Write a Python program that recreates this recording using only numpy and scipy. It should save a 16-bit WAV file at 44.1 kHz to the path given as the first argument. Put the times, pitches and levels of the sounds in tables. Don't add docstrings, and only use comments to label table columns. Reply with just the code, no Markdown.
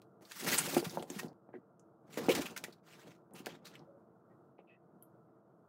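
import sys
import numpy as np
from scipy import signal
from scipy.fft import rfft, irfft, next_fast_len
from scipy.io import wavfile
from scipy.ndimage import uniform_filter1d, map_coordinates

SR = 44100
rng = np.random.default_rng(int(sys.argv[2]) if len(sys.argv) > 2 else 0)


def to_linear_factor(level_db):
    exponent = np.asarray(level_db, float) / 20
    return 10 ** exponent


def output_pcm(signal):
    pcm = np.clip(np.atleast_2d(signal).T, -1, 1) * 32767
    wavfile.write(sys.argv[1], SR, np.round(pcm).astype(np.int16))


N = 250488


def unit(x):
    return x / np.sqrt(np.mean(x ** 2) + 1e-20)


def along(points, hz):
    f, v = np.transpose(points)
    return np.interp(np.log(hz + 1), np.log(f + 1), v)


def filtered(x, response):
    length = x.shape[-1]
    m = next_fast_len(length + 8192)
    spectrum = rfft(x, m) * response(np.fft.rfftfreq(m, 1 / SR))
    return irfft(spectrum, m)[..., :length]


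def resonance(f, hz, width_hz):
    return 1j * f * width_hz / (hz * hz - f * f + 1j * f * width_hz)


def wobble(rate):
    knots = rng.standard_normal(int(N * rate / SR) + 4)
    return map_coordinates(knots, [np.arange(N) * rate / SR])


def ragged_noise(length, spread_db):
    noise = rng.standard_normal(length)
    grain_db = spread_db * rng.standard_normal(length // 32 + 1)
    return noise * to_linear_factor(grain_db.repeat(32)[:length])


def crackle(spread_db, clump_db, clump_rate, hiss):
    breaks = unit(ragged_noise(N, spread_db))
    clumps = to_linear_factor(clump_db * wobble(clump_rate))
    return unit(clumps * (breaks + hiss * rng.standard_normal(N)))


# time_s, rustle_level_db, shove_level_db
SCRAMBLE_CURVES = [
    [(.21, -75.5, -56.5), (.3, -59, -80), (.39, -47, -60.5), (.43, -48.5, -45), (.49, -36.5, -34.5),
     (.56, -36, -43), (.63, -42.5, -44), (.8, -44.5, -39.5), (.825, -57.5, -50.5), (.91, -52.5, -50),
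     (1.0, -61, -44), (1.055, -79, -57), (1.115, -61.5, -54), (1.19, -51.5, -53.5), (1.271, -70, -49.5),
     (1.331, -105, -61)],
    [(2.04, -105, -63), (2.129, -57, -60), (2.232, -53, -38), (2.28, -53.5, -48.5), (2.39, -44.5, -35.5),
     (2.44, -52, -48), (2.51, -58, -51.5), (2.547, -69, -54.5), (2.69, -68.5, -58.5), (2.8, -93, -65.5)],
    [(2.83, -88, -79), (2.875, -66, -75.5), (3.12, -68, -58), (3.15, -78.5, -68.5), (3.22, -100, -64.5)],
    [(3.31, -105, -59), (3.44, -76, -56.5), (3.539, -65, -56), (3.61, -93.5, -59.5), (3.74, -71, -62.5),
     (3.82, -90, -54.5), (3.92, -112, -65.5)],
]


def scrambling(column, still_db):
    t = np.arange(N) / SR
    curves = []
    for rows in SCRAMBLE_CURVES:
        time_s, level_db = np.transpose(rows)[[0, column]]
        curves.append(np.interp(t, time_s, level_db, left=still_db, right=still_db))
    return np.max(curves, axis=0)


def stalks(count, hz, octaves, cycles, spread_db):
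    draw, t = rng.random((count, 2)), np.arange(160) / SR
    pitch = np.clip(hz * 2 ** (octaves * rng.standard_normal((count, 1))), 900, 15000)
    size = to_linear_factor(spread_db * np.minimum(-np.log(draw[:, 1:] + 1e-9), 3))
    rings = size * np.sin(2 * np.pi * pitch * t) * np.exp(-pitch * t / cycles)
    where = (draw[:, :1] * N).astype(int) + np.arange(len(t))
    return unit(np.bincount(where.ravel(), rings.ravel(), N + len(t))[:N])


# frequency_hz, relative_level_db
STRAW_COLOUR = [(450, -27), (800, -6), (1320, -2), (3730, -8), (6330, -9), (8980, -13), (16000, -14)]
BRIGHTNESS_DB = [4, -5.5, -10, -24.5]
CRACK_SHARE = [0.36, 0.46, 0.038, 0.13]


def rustle():
    rub = crackle(spread_db=3.0, clump_db=3.0, clump_rate=75, hiss=0.7)
    rub = filtered(rub, lambda f: to_linear_factor(along(STRAW_COLOUR, f)))

    z = signal.stft(rub, nperseg=256)[2]
    patches = uniform_filter1d(rng.standard_normal(z.shape), size=4, axis=0)
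    patches = unit(uniform_filter1d(patches, size=9, axis=1))
    rub = unit(signal.istft(z * to_linear_factor(2.5 * patches), nperseg=256)[1][:N])

    starts = [rows[0][0] for rows in SCRAMBLE_CURVES]
    which = (np.searchsorted(starts, np.arange(N) / SR, side="right") - 1).clip(0)
    cracks = stalks(count=4000, hz=5260, octaves=0.929, cycles=5.7, spread_db=4.0)
    rub = rub + np.array(CRACK_SHARE)[which] * cracks

    dull = filtered(rub, lambda f: 1 / (1 + (f / 5000) ** 2))
    bright_db = np.array(BRIGHTNESS_DB)[which]
    balanced = to_linear_factor(-bright_db / 2) * dull + to_linear_factor(bright_db / 2) * (rub - dull)
    return to_linear_factor(scrambling(column=1, still_db=-115)) * balanced


# frequency_hz, width_hz, relative_level_db
BOX_MODES = [(131, 50, -1.5), (182, 56, 9.5), (257.5, 50, 3.5), (347.5, 55.6, -3), (420, 65, -3),
             (570, 67, -6), (699.5, 83, -9), (790, 140, -9.5), (1600, 1900, -9.5)]


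def box(f):
    return sum(to_linear_factor(db) * resonance(f, hz, width_hz) for hz, width_hz, db in BOX_MODES)


def shoves():
    lumps = crackle(spread_db=3, clump_db=2.5, clump_rate=42, hiss=0.53)
    low_rub = unit(filtered(lumps, lambda f: box(f) / (1 + (f / 1000) ** 4)))
    return to_linear_factor(scrambling(column=2, still_db=-69)) * low_rub


def bursts(events, colour, grain_db, rise, t60, bite, bite_t60, kick):
    out, t = np.zeros(N + SR), np.arange(SR // 4) / SR
    for start_s, level_db, *tone in events:
        decay = to_linear_factor(-60 * t / t60) + bite * to_linear_factor(-60 * t / bite_t60)
        force = ragged_noise(len(t), grain_db) * decay * (1 - np.exp(-t / rise))
        force = force + kick * (t == 0)
        burst = filtered(force, lambda f: colour(f, *tone))
        out[round(start_s * SR):][:len(t)] += to_linear_factor(level_db) * burst / np.abs(burst).max()
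    return out[:N]


# start_s, peak_level_db, centre_hz, broad_crack_db
SNAP_EVENTS = [(0.018, -52.5, 4100, 13), (0.2518, -47.5, 4330, -16), (0.3122, -41, 1790, -12.5),
               (0.3184, -34, 3080, 14), (0.4095, -32, 2500, 28), (0.5838, -15, 8300, -15.5),
               (0.7472, -26.5, 4120, 12), (0.8964, -35.5, 4870, -10), (0.9955, -42.5, 3280, -25),
               (1.0251, -38, 7100, 7), (1.1009, -33, 6300, -2.5), (1.2321, -42, 3530, 2),
               (1.283, -51.5, 4800, -14), (1.7953, -58, 6660, -15.5), (2.142, -42.5, 2196, -3),
               (2.3511, -24.5, 2050, 0), (2.4189, -30, 3170, 19), (2.576, -30.5, 3600, 26.5),
               (2.6394, -28, 1900, -6.5), (3.336, -50, 10000, -37), (3.46, -31.5, 2860, 3),
               (3.4675, -32, 1790, -8), (3.655, -43.5, 4170, 1), (3.669, -41.5, 4620, 4),
               (3.7539, -44, 2470, -16), (3.7933, -54.5, 4200, -12), (5.0245, -44.5, 11470, -34.5)]


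def snaps():
    def crack(f, hz, broad_db):
        ring = resonance(f, hz, min(0.75 * hz, 4500)) ** 3
        return ring + to_linear_factor(broad_db) * resonance(f, 2400, 4100)

    return bursts(SNAP_EVENTS, crack, grain_db=3.0, rise=0.00011, t60=0.04,
                  bite=2.1, bite_t60=0.0019, kick=4.0)


# start_s, peak_level_db, centre_hz
THUMP_EVENTS = [(0.7668, -15, 420), (0.827, -29.5, 420), (0.864, -29, 139.4), (0.9725, -22.5, 660),
                (1.026, -33.5, 646), (1.102, -34, 330), (1.162, -34.5, 256), (1.232, -33.5, 557),
                (1.244, -29.5, 245), (1.49, -45.5, 450), (1.54, -38.5, 518), (2.174, -25.5, 415.4),
                (2.285, -16, 426), (2.637, -40, 570), (2.683, -40.5, 432), (3.072, -44, 480),
                (3.343, -44.5, 420), (3.402, -40, 239), (3.468, -30.5, 528), (4.59, -44, 620)]


def thumps():
    def landing(f, hz):
        near = resonance(f, hz, 1.04 * hz) ** 2
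        hard = to_linear_factor(-11.5) * resonance(f, 720, 1100) ** 2
        soft_pad = 1 / (1 + 1j * f / 1300) ** 2
        return box(f) * (near + hard) * soft_pad

    return bursts(THUMP_EVENTS, landing, grain_db=0.0, rise=0.00062, t60=0.084,
                  bite=0.43, bite_t60=0.0026, kick=20.7)


# start_s, length_s, level_db, band_hz, broad_hiss_db [relative to the band]
SCRAPE_EVENTS = [(0.46, 0.07, -43, 1970, 5), (0.575, 0.03, -33.5, 8700, -1.5), (0.841, 0.029, -50, 3630, 8),
                 (1.186, 0.023, -49, 1880, 4), (1.539, 0.062, -48.5, 296, -43),
                 (1.529, 0.049, -61.5, 1770, -29), (2.17, 0.035, -48, 1810, 5.5),
                 (2.176, 0.034, -33.5, 380, -28), (2.286, 0.035, -37.5, 2420, -3),
                 (2.31, 0.028, -39.5, 3140, 1), (2.29, 0.03, -28, 438, -22), (2.348, 0.03, -44, 2477, 8),
                 (2.359, 0.063, -31.5, 287, -19.5), (2.453, 0.03, -46.5, 2740, -1.5),
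                 (2.562, 0.018, -48.5, 1900, 3), (2.723, 0.021, -60.5, 4300, -3.5),
                 (3.344, 0.086, -62.5, 2730, 5), (3.642, 0.082, -64, 4040, 2),
                 (4.579, 0.041, -73.5, 2400, -35)]


def scrapes():
    out = np.zeros(N)
    catching = to_linear_factor(2.2 * wobble(90))
    for start_s, length_s, level_db, hz, hiss_db in SCRAPE_EVENTS:
        u = np.linspace(0, 1, round(length_s * SR))
        band, hiss = rng.standard_normal((2, len(u)))
        band = unit(filtered(band, lambda f: resonance(f, hz, 0.19 * hz + 90) * resonance(f, hz, hz) ** 3))
        hiss = unit(filtered(hiss, lambda f: to_linear_factor(along(STRAW_COLOUR, f))))
        stroke = np.minimum(1, u / 0.17) * np.minimum(1, (1 - u) / 0.55)
        out[round(start_s * SR):][:len(u)] += to_linear_factor(level_db) * stroke * (band + to_linear_factor(hiss_db) * hiss)
    return out * catching


# start_s, length_s, level_db, pitch_hz
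THIN_TONES = [(3.859, 0.14, -62.5, 566), (4.296, 0.064, -81, 1920), (4.669, 0.1, -69, 2600),
              (4.687, 0.1, -75, 1910), (5.017, 0.027, -84.5, 3126)]


def thin_tones():
    out = np.zeros(N)
    for start_s, length_s, level_db, hz in THIN_TONES:
        def narrow(f):
            return resonance(f, hz, 0.068 * hz) ** 2 + to_linear_factor(-17) * resonance(f, hz, 0.43 * hz) ** 3

        u = np.linspace(0, 1, round(length_s * SR))
        thin = unit(filtered(rng.standard_normal(len(u)), narrow))
        out[round(start_s * SR):][:len(u)] += to_linear_factor(level_db) * np.sin(np.pi * u ** 0.69) * thin
    return out


# frequency_hz, t60_s
WALL_DECAY = [(200, 0.15), (2000, 0.1), (10000, 0.13)]


def shed(x):
    hz, t, z = signal.stft(rng.standard_normal(SR // 2), SR, nperseg=256)
    decay = to_linear_factor(-60 * t / along(WALL_DECAY, hz)[:, None])
    tail = signal.istft(z * decay, SR, nperseg=256)[1]
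    late = np.pad(x, (200, 0))
    return signal.fftconvolve(late, tail / np.linalg.norm(tail))[:N]


# frequency_hz, relative_level_db
HUM_COLOUR = [(40, -44.5), (75, -14), (125, 1.5), (200, -2), (283, -14), (330, 0), (390, -14.5),
              (450, -4.5), (512, -15), (660, -8), (793, -19), (1390, -19), (1750, -41), (2200, -53.5)]


def hum():
    air = filtered(rng.standard_normal(N), lambda f: to_linear_factor(along(HUM_COLOUR, f)))
    level_db = -63 + 1.0 * wobble(22) + 1.4 * wobble(3.39)
    return to_linear_factor(level_db) * unit(air)


def scene():
    near = rustle() + shoves() + snaps() + thumps() + scrapes() + thin_tones()
    walls = to_linear_factor(-11.0) * shed(near)
    return (near + walls + hum())[None]


def low_pass(x):
    return signal.sosfilt(signal.butter(12, 16500, fs=SR, output="sos"), x)


def record(dry):
    def microphone(f):
        bass_cut = (1j * f / (1j * f + 105)) ** 3
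        treble_cut = np.clip((16000 - f) / 300, 0, 1)
        return bass_cut * treble_cut

    return low_pass(filtered(dry, microphone))


dry = scene()
out = record(dry)
output_pcm(out)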